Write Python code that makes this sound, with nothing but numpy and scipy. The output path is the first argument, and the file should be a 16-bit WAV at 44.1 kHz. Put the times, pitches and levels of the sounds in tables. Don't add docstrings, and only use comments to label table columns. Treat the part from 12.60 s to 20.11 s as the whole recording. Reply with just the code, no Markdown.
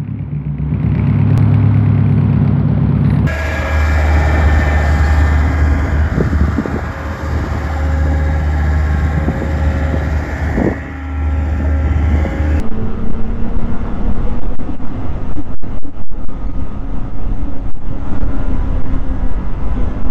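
import sys
import numpy as np
from scipy import signal
from scipy.fft import rfft, irfft, next_fast_len
from scipy.io import wavfile
from scipy.ndimage import uniform_filter1d

SR = 44100
rng = np.random.default_rng(int(sys.argv[2]) if len(sys.argv) > 2 else 0)


def elevation(decibels):
    levels = np.asarray(decibels, float)
    return 10 ** (levels / 20)


def store_pcm(level_fs):
    pcm = np.round(np.clip(level_fs, -1, 1) * 32767).astype(np.int16)
    wavfile.write(sys.argv[1], SR, np.atleast_2d(pcm).T)


N = 331083

# frequency in Hz, level in dB rms.
CLOCK_TONES = [(1997, -86), (4000, -79), (5001, -99), (6002, -91), (8005, -90), (10006, -108),
               (12009, -103), (14001, -109)]
# frequency in Hz, density in dB per Hz.
CIRCUIT_NOISE = [(300, 4), (2000, 0), (7500, -5), (8500, -10), (9500, -34), (11000, -21), (15600, -21)]

# time in seconds, level in dB.
GUSTS = [(0, -14), (.12, -2.5), (.25, -4.5), (1, 4), (1.4, -0.5), (1.75, 2), (1.9, 4), (2.1, -3.5),
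         (2.75, -2), (3.56, -6), (3.95, 3.5), (4.35, -5), (4.7, 4.5), (5.1, 0), (5.5, 0), (6.1, 3.5),
         (6.8, 2), (7.51, 0)]
# frequency in Hz, density in dB per Hz.
BUFFET_SPECTRUM = [(1, -24), (3, -7.5), (5, -3.5), (12, -0.5), (30, -4), (55, -13), (90, -27.5)]
# frequency in Hz, density in dB per Hz.
FLUTTER_SPECTRUM = [(30, -19), (55, 2), (100, -2.5), (150, -8.5), (250, -29.5), (600, -52.5)]
# time in seconds, change in dB.
EDDIES = [(0.033, -4), (0.242, 11), (0.33, -7.5), (0.442, -2), (0.615, -7.5), (0.786, 0.5), (0.905, 0.5),
          (0.96, 3), (1.006, 1.5), (1.235, 1), (1.273, -5), (1.414, 1.5), (1.526, 9.5), (1.779, 4),
          (1.921, 0), (2.039, 2.5), (2.208, -8), (2.376, 4.5), (2.412, -6), (2.498, 5), (2.858, -9),
          (3.349, 0.5), (3.415, 3.5), (3.53, 9.5), (3.694, -5), (3.836, -0.5), (4.027, 1), (4.08, -8),
          (4.186, 5), (4.334, 1), (4.417, 5.5), (4.504, -9), (4.671, 6), (4.85, -2.5), (4.925, 0),
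          (5.192, 6.5), (5.276, -2.5), (5.313, 13), (5.435, -1), (5.489, -1.5), (5.674, 7.5), (5.721, -3),
          (5.94, 4.5), (5.977, -3.5), (6.029, -4), (6.074, -3), (6.134, 4.5), (6.438, -7), (6.492, 5),
          (6.528, -2.5), (6.643, 4.5), (6.74, -2.5), (6.781, 5), (6.983, 6), (7.088, -2), (7.304, 5.5),
          (7.38, -3.5), (7.459, 3)]
# time in seconds, peak in dB, frequency in Hz.
BURSTS = [(0.236, -22, 105), (0.477, -22, 137), (0.568, -22.7, 93), (0.679, -23.5, 101), (0.783, -20, 52),
          (0.925, -26, 101), (1.001, -18.9, 82), (1.041, -20, 39), (1.056, -26, 115), (1.233, -26, 58),
          (1.331, -23.4, 137), (1.41, -21, 106), (1.511, -23.6, 120), (1.58, -23.1, 106), (1.709, -29, 60),
          (1.732, -23, 121), (1.766, -21, 44), (1.773, -20.5, 111.5), (2.101, -28, 110), (2.319, -23, 110),
          (2.375, -18, 97.6), (2.498, -25, 60), (2.579, -23.1, 85), (2.642, -18.5, 97), (2.692, -21, 126),
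          (2.795, -25.0, 101), (3.045, -25.6, 85), (3.083, -26, 106), (3.161, -24.1, 38.8),
          (3.169, -27, 66), (3.829, -17.5, 43), (4.023, -17.5, 63), (4.148, -26, 101), (4.177, -19, 60),
          (4.236, -22, 106), (4.443, -19.5, 108), (4.675, -25, 68.4), (4.728, -17, 33.2), (4.815, -24, 72),
          (4.887, -29, 137), (5.311, -23, 97), (5.564, -20.1, 77.5), (5.637, -24, 82), (5.793, -21, 126),
          (5.849, -20, 78), (5.89, -25, 46), (5.941, -17.5, 78), (5.986, -20, 37.6), (6.128, -16, 96),
          (6.184, -17.5, 97), (6.357, -18.7, 92), (6.468, -22, 106), (6.492, -16, 55), (6.634, -15.6, 47),
          (6.788, -13.5, 51), (6.86, -16, 48.4), (7.055, -12.5, 52.6), (7.122, -24, 55), (7.238, -23, 94),
          (7.296, -13.5, 55.4)]
# time in seconds, share of full scale.
PRESSURE_CRESTS = [(0, -.39), (.16, .12), (.281, .32), (.44, -.1), (.738, -.25), (1.067, .24), (1.275, .12),
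                   (1.373, -.26), (1.456, .33), (1.608, .14), (2.079, 0), (2.154, -.4), (2.374, -.03),
                   (2.465, .41), (2.57, -.07), (2.624, .13), (2.832, -.45), (3.8, .15), (3.908, .24),
                   (4.011, -.45), (4.229, .18), (4.367, -.39), (4.598, .55), (4.795, -.42), (4.948, .59),
                   (5.729, -.45), (5.835, -.16), (6.032, .23), (6.143, -.28), (6.357, -.22), (6.407, .2),
                   (6.47, -.32), (6.599, .17), (6.892, .39), (7.168, .13), (7.295, .17), (7.366, -.03)]
# start in seconds, length in ms, share of the rail (1 = held flat).
RAIL_HITS = [(.083, 5, .93), (0.09, 19, 1), (.11, 2, .95), (0.481, 3, -.97), (0.486, 6, -1), (.494, 3, -1),
             (0.515, 9, -1), (.527, 2, -1), (.536, 4, -1), (0.621, 14, 0.97), (0.827, 13, 0.9),
             (0.973, 9, -1), (.984, 3, -.97), (1.122, 1, -.96), (1.52, 2, -.93), (1.535, 7, -1),
             (1.544, 2, -.97), (1.681, 14, -0.9), (1.798, 17, 1), (1.821, 5, 1), (1.847, 10, 0.85),
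             (1.875, 2, .95), (1.957, 31, -1), (1.993, 3, -.97), (1.997, 3, -.95), (2.259, 2, .97),
             (2.266, 1, .94), (2.726, 4, -.95), (2.737, 21, -1), (2.765, 4, -1), (2.943, 4, .97),
             (2.948, 78, 1), (3.027, 6, 1), (3.175, 5, -.98), (3.182, 4, -.9), (3.188, 43, -1),
             (3.232, 9, -1), (3.243, 6, -.96), (3.423, 12, 1), (3.435, 3, .97), (3.44, 59, 1),
             (3.503, 10, 1), (3.651, 33, -1), (5.106, 7, -.95), (5.115, 25, -1), (5.277, 6, .94),
             (5.501, 2, -0.9), (5.508, 5, -.95), (5.572, 10, .85), (5.587, 16, 1), (5.623, 4, .95),
             (5.644, 8, 0.92), (5.764, 2, -.88), (5.933, 4, -.97), (6.223, 14, 1), (6.246, 5, 1),
             (6.685, 11, -0.9), (7.067, 2, -.92), (7.237, 2, -.92), (7.434, 8, 1), (7.455, 5, .9),
             (7.498, 12, 1)]
# time in seconds, gain in dB.
GAIN_DRIFT = [(0, -33.5), (.8, -33), (1.65, -31.5), (2.0, -33.5), (2.75, -32.5), (3.1, -34), (3.75, -37),
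              (4.3, -36.5), (5.05, -37), (5.4, -36), (5.56, -30.5), (5.75, -33), (5.95, -32.5), (6.6, -34),
              (6.97, -34.5), (7.2, -31.5), (7.51, -34)]
# time in seconds, depth in dB, recovery in seconds.
GAIN_DIPS = [(.03, -1, 0.13), (.75, 1.5, 0.032), (.93, 0.5, 0.053), (1.884, 2.5, 0.016),
             (2.179, 11.5, 0.02), (2.6, 3, 0.043), (2.831, 9, 0.068), (3.06, 3, 0.073), (3.251, 7.5, 0.12),
             (3.318, 9, 0.025), (3.519, 6.5, 0.065), (3.877, 9, 0.0046), (3.924, 13, 0.0059),
             (4.2, 2, 0.058), (4.524, 3, 0.031), (5.0, 1, 0.023), (5.141, 9.5, 0.05), (5.199, 6, 0.015),
             (5.658, 5.5, 0.029), (6.335, -3, 0.0091), (6.395, 1.5, 0.08), (7.4, 0.5, 0.024)]

# frequency in Hz, density in dB per Hz.
SKI_HISS = [(2500, -13.5), (3800, 5), (4600, -3), (5500, -3.5), (6200, -4.5), (6900, -1.5), (7300, -4),
            (8600, -5.5)]
# frequency in Hz, density in dB per Hz.
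RUNNER_SIZZLE = [(5700, -25), (6050, -4), (6250, 0), (6500, -4), (6900, -25)]
# time in seconds, peak in dB, frequency in Hz.
JOLTS = [(1.68, 7.5, 490), (1.92, 3, 508), (2.097, 15.5, 285), (2.32, 14, 269), (2.792, 17, 294),
         (3.186, 5, 622), (3.251, 7, 486), (3.256, 17, 287), (3.285, 18.5, 280), (5.52, 11.5, 195.6),
         (6.349, -3.5, 1065), (6.349, 11, 188)]
# time in seconds, change in dB.
TRAIL_BUMPS = [(0.201, 3.5), (0.341, -6), (0.468, 4), (.63, 2), (0.733, 3.5), (.83, 4), (1.102, 5.5),
               (1.288, 6), (1.365, -10), (1.47, 6), (1.646, -12), (1.759, 5), (1.835, -2), (1.871, -7),
               (2.003, 7.5), (2.061, -10.5), (2.109, 4), (2.222, 5.5), (2.284, -6), (2.32, -1), (2.484, -8),
               (2.655, 4), (2.797, 4), (2.916, 8), (3.127, 2.5), (3.277, 5.5), (3.377, -2.5), (3.625, 6.5),
               (3.777, -4.5), (3.902, 5.5), (3.997, 9), (4.097, -8), (4.174, -3), (4.241, 6), (4.343, 2),
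               (4.452, 3), (4.525, -4.9), (4.754, -7), (4.795, 3.1), (4.883, 6.5), (4.974, 2.5),
               (5.212, -12), (5.325, 7.5), (5.65, 4.5), (5.744, 6), (5.845, -7), (5.939, 0.5), (6.013, -18),
               (6.113, 2), (6.354, 4.5), (6.412, -16), (6.512, 1), (6.65, 7), (6.817, 0), (6.876, 3),
               (7.023, -6), (7.19, 8), (7.372, 1.5), (7.417, -6), (7.457, 6.5)]

# time in seconds, crank turns in Hz, track lug rate in Hz.
SPEEDS = [(0.0, 95.6, 221.0), (0.3, 95.6, 222), (0.75, 97.0, 228.8), (1.25, 101.0, 238.3),
          (1.75, 104.1, 244), (2.25, 104.5, 253.4), (2.6, 103.7, 258.5), (3.25, 104.1, 261.7),
          (3.6, 103.5, 267), (4.2, 103.8, 270.8), (4.55, 106, 276.3), (4.8, 106, 277.4), (5.25, 104.1, 275),
          (5.6, 102.2, 274), (6.0, 99.4, 265.5), (6.45, 96.2, 261), (6.85, 98.2, 252.5), (7.4, 101.7, 254)]
# time in seconds, drone in dB, throttle bite in dB per octave, track grip in dB.
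LOADS = [(0, -13.5, -0.5, 11.5), (.5, -12.5, -3.5, 8.5), (1, -12.5, 1, 6.5), (1.6, -13, -2.5, 3.5),
         (2, -12, -1, 3), (2.6, -13, -0.5, 1.5), (3.4, -12.5, -2, 1), (4.3, -12.5, -1.5, 4.5),
         (5.4, -13, -1.5, 4), (6, -12.5, -0.5, 5), (6.5, -17.5, 1.5, 5.5), (7, -12.5, 2, -4),
         (7.51, -12.5, -4, 6.5)]
# frequency in Hz, width in Hz, level in dB.
CAN_MODES = [(99.3, 16, 10), (220.4, 50, 11), (381.6, 4.8, 4.5), (554, 4.3, -1.5), (606.5, 10, 2.5),
             (768.5, 64, 3), (803, 140, 1.5), (999, 16, -0.5), (1120, 11, -4.5), (1246, 51, 0),
             (1323, 20, -0.5), (1421, 29, 1.5), (1510, 12, -5.5), (1632, 63, -8), (1720, 12, -6),
             (1730, 40, -10), (1944, 31, -8), (2120, 63, -11.5)]
# frequency in Hz, width in Hz, level in dB.
HOOD_MODES = [(2050, 120, -6.5), (2710, 250, -8.5), (3495, 140, -1.5)]
# frequency in Hz, density in dB per Hz.
ROAR_SPECTRUM = [(100, -3.5), (170, 8.5), (260, 7), (360, 0), (700, -5.5), (1270, -10.5), (1600, -16.5),
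                 (2050, -21), (2300, -23.5), (3000, -25), (3500, -31.5), (3900, -36.5), (6000, -39.5)]
# multiple, start and end in seconds, change in dB.
FAVOURED = [(2, .8, 1.6, 5), (2, 2.3, 2.7, -4), (2, 5.6, 5.9, -4), (4, 0, .95, 3), (5, 6.5, 6.8, -4),
            (6, 6.5, 6.8, -4), (5, .9, 1.9, 4), (5, 3.6, 4.9, 6), (6, .9, 1.5, -5), (7, 1.9, 3, 3),
            (7, 3.7, 5.2, 1.5), (7, 5.4, 7.5, -4), (8, .4, 1.3, -4), (8, 1.9, 3.1, -2), (8, 3.7, 4.9, -1),
            (8, 4.9, 5.6, 2), (8, 5.7, 6.4, -4), (6, 5.4, 6, 4), (17, 5.4, 6, -3), (8, 6.9, 7.5, -3),
            (9, 0, .7, -5), (9, 1.2, 5.2, 2), (10, 0, .6, -5), (10, 1.2, 5.2, -11), (10, 5.4, 6.25, 4),
            (10, 6.25, 6.9, 7), (10, 6.9, 7.3, 2), (11, .6, 2.4, 4), (11, 3.3, 4.5, 3), (11, 6.3, 7, 6),
            (11, 7, 7.5, 3), (12, 0, .6, -3), (12, 1, 1.6, 2), (12, 3.6, 4.9, 5), (12, 6.6, 7.2, -4),
            (13, 3.3, 4.5, 4), (13, 5.3, 6, 4), (13, 6.6, 7.5, 3), (14, .3, 1.2, 4), (14, 2.4, 3.6, -6),
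            (14, 3.6, 4.2, -4), (14, 6.9, 7.5, -5), (15, 3.9, 5.2, -6), (15, 6.3, 6.9, 4), (16, 0, .6, 5),
            (16, 1, 1.9, -5), (16, 1.9, 4.5, -5), (17, 6, 6.9, 8), (19, .9, 6, -3), (19, 6, 6.7, 7),
            (19, 6.7, 7.5, -3), (20, 6.6, 7.05, 3)]

RAIL, TOP_HZ = .703, 8500
CRUISE_HZ = 250
CONTROL = 20


def unit(x):
    return x / np.sqrt(np.mean(x ** 2) + 1e-20)


def curves(rows):
    s, *cols = np.transpose(rows)
    return [np.interp(np.arange(N) / SR, s, c) for c in cols]


def wobble(rate, hop=1):
    knots = rng.standard_normal(int(N * rate / SR) + 4)
    return np.interp(np.arange(0, N, hop) * rate / SR, np.arange(len(knots)), knots)


def smooth(x, seconds):
    size = int(seconds * SR)
    once = uniform_filter1d(x, size=size, mode="nearest")
    return uniform_filter1d(once, size=size, mode="nearest")


def filtered(x, response):
    m = next_fast_len(N + SR // 2)
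    return irfft(rfft(x, m) * response(np.fft.rfftfreq(m, 1 / SR)), m)[..., :N]


def rush(spectrum, patchy_db):
    z = signal.stft(rng.standard_normal(N + SR), nperseg=512)[2]
    field = uniform_filter1d(rng.standard_normal(z.shape), size=5, axis=0)
    field = uniform_filter1d(field, size=10, axis=1)
    noise = signal.istft(z * elevation(patchy_db * unit(field)), nperseg=512)[1][:N]
    f, level = np.transpose(spectrum)

    def colour(hz):
        return elevation(np.interp(np.log(hz + 0.063), np.log(f), level, -120, -120))
    return unit(filtered(noise, colour))


def swells_db(rows, half_length_s):
    s, db = np.transpose(rows)
    strikes = np.bincount((s * SR).astype(int), db, N)
    return smooth(strikes, half_length_s) * int(half_length_s * SR)


def speed_hz():
    return curves(SPEEDS)[1] - CRUISE_HZ


def converter(flat):
    t = np.arange(N) / SR
    tones = sum(np.sqrt(2) * elevation(db) * np.sin(2 * np.pi * hz * t) for hz, db in CLOCK_TONES)
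    swing = .25 + .75 * smooth((flat / RAIL) ** 2, .01)
    return swing * (swing * tones + elevation(-80) * rush(CIRCUIT_NOISE, patchy_db=1))


def heave():
    push = .52
    held = [(s + end * ms / 1000, reach * push) for s, ms, reach in RAIL_HITS for end in (0, 1)]
    return smooth(curves(sorted(PRESSURE_CRESTS + held))[0], .02)


def eddies_db():
    return swells_db(EDDIES, 0.027)


def buffet():
    gust_db = curves(GUSTS)[0]
    patches = elevation(0.36 * eddies_db() + 2.4 * wobble(11.0))
    return elevation(17.5 + 0.98 * gust_db) * unit(patches * rush(BUFFET_SPECTRUM, patchy_db=1.5))


def flutter():
    gust_db = curves(GUSTS)[0]
    patches = elevation(0.83 * eddies_db() + 1.8 * wobble(17))
    return elevation(8 + 0.4 * gust_db) * unit(patches * rush(FLUTTER_SPECTRUM, patchy_db=0.5))


def thuds():
    half_cycles, trim_db = 1.67, -1
    out, t = np.zeros(N), np.arange(-4000, 4000) / SR
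    for (s, db, hz), start in zip(BURSTS, rng.random(len(BURSTS))):
        swell = np.exp(-(t * hz / half_cycles) ** 2) * np.sin(2 * np.pi * (hz * t + start))
        out[int(s * SR) - len(t) // 2:][:len(t)] += elevation(db + trim_db) * swell
    return out


def snow():
    speed = speed_hz()
    hiss_db, sizzle_db = -29 + 0.0432 * speed, -9.5 + 0.0926 * speed
    hiss = rush(SKI_HISS, patchy_db=1.4)
    sizzle = elevation(sizzle_db) * rush(RUNNER_SIZZLE, patchy_db=2.0)
    return elevation(hiss_db) * (hiss + sizzle)


def chassis():
    out, t = np.zeros(N), np.arange(-2000, 2000) / SR
    for s, db, hz in JOLTS:
        jolt = np.exp(-(t / 0.013) ** 2) * np.sin(2 * np.pi * hz * t)
        out[int(s * SR) - len(t) // 2:][:len(t)] += elevation(db) * jolt
    return out


def track():
    speed, grip_db = speed_hz(), curves(LOADS)[2]
    overtone_db = -12 - .07 * speed
    jitter = .012 + .0003 * speed
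    phase = 2 * np.pi * np.cumsum(curves(SPEEDS)[1] * (1 + jitter * wobble(40))) / SR
    hum = np.sin(phase) * elevation(1.1 * wobble(30))
    octave = np.sin(2 * phase) * elevation(overtone_db + 2.2 * wobble(14))
    skipping = elevation(1.07 * swells_db(TRAIL_BUMPS, 0.037))
    return elevation(grip_db) * skipping * (hum + octave)


def favoured_db(k):
    t = np.arange(0, N, CONTROL) / SR
    total = 0 * t
    for multiple, start, end, db in FAVOURED:
        if multiple == k:
            total = total + db * np.clip(np.minimum(t - start, end - t) / .1 + .5, 0, 1)
    return total


def exhaust_drone(turn, turns_hz, bite_db):
    grid = np.arange(3500.)
    power = sum(elevation(db) ** 2 / (1 + (2 * (grid - hz) / width) ** 2) for hz, width, db in CAN_MODES)
    can = np.sqrt(power)
    drone = np.zeros(N)
    for k in range(1, 25):
        fan = k == 10
        favour_db = favoured_db(k)
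        steadied = np.clip(1 - .12 * favour_db, .4, 1)
        level_db = bite_db[::CONTROL] * np.log2(k / 8) + 3 * fan + favour_db
        uneven_db = .8 * wobble(4, CONTROL) + (2.8 - fan) * steadied * wobble(13, CONTROL)
        level = np.interp(k * turns_hz[::CONTROL], grid, can) * elevation(level_db + uneven_db)
        drone += np.repeat(level, CONTROL)[:N] * np.sin(k * turn + k * k * .9 + rng.random())
    return drone


def exhaust_roar(turn):
    def hood(f):
        return 1 + sum(elevation(db) / (1 + (2 * (f - hz) / width) ** 2) for hz, width, db in HOOD_MODES)
    firing = 1 + .13 * np.cos(turn) + .06 * np.cos(2 * turn)
    gate = unit(firing * elevation(0.31 * wobble(30)))
    return gate * filtered(rush(ROAR_SPECTRUM, patchy_db=1.36), hood)


def engine():
    turns_hz = curves(SPEEDS)[0]
    drone_db, bite_db = curves(LOADS)[:2]
    turn = 2 * np.pi * np.cumsum(turns_hz * (1 + .002 * wobble(14))) / SR
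    return elevation(drone_db) * exhaust_drone(turn, turns_hz, bite_db) + elevation(4.5) * exhaust_roar(turn)


def gain_db():
    attack_s = 0.018
    t = np.arange(0, N, CONTROL) / SR
    dips = np.zeros(len(t))
    for s, db, recovery_s in GAIN_DIPS:
        fall = np.exp(-((t - s) / min(attack_s, recovery_s)) ** 2)
        ease = np.exp(-np.abs(t - s) / recovery_s)
        dips += db * np.where(t < s, fall, ease)
    return curves(GAIN_DRIFT)[0] - np.repeat(dips, CONTROL)[:N]


def overloaded(x, audible):
    x = x / (1 + np.abs(x / .6) ** 6) ** (1 / 6)
    for s, ms, reach in RAIL_HITS:
        end = s + ms / 1000
        span = np.arange(int((s - .03) * SR), min(N, int((end + .03) * SR)))
        inside = np.minimum(span / SR - s, end - span / SR)
        near = smooth(np.clip(1 + inside / .006, 0, 1), .003)
        beyond = int(reach) * np.clip(inside / .0015, 0, 1) * .35
        x[span] += near * (reach * RAIL - x[span]) + beyond
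    return x + audible


def scene():
    gain = elevation(gain_db())
    wind = heave() + gain * (buffet() + flutter()) + thuds()
    machine = gain * (snow() + chassis() + track() + engine())
    return overloaded(wind, machine)[None]


def top_cut(x):
    return signal.sosfilt(signal.butter(12, 15700, fs=SR, output="sos"), x)


def record(dry):
    slow = smooth(dry, .001)
    limited = slow + filtered(dry - slow, lambda hz: elevation(-np.clip(hz - TOP_HZ, 0, 400) / 6))
    flat = limited / (1 + np.abs(limited / RAIL) ** 40) ** (1 / 40)
    return top_cut(flat + converter(flat))


dry = scene()
out = record(dry)
store_pcm(out)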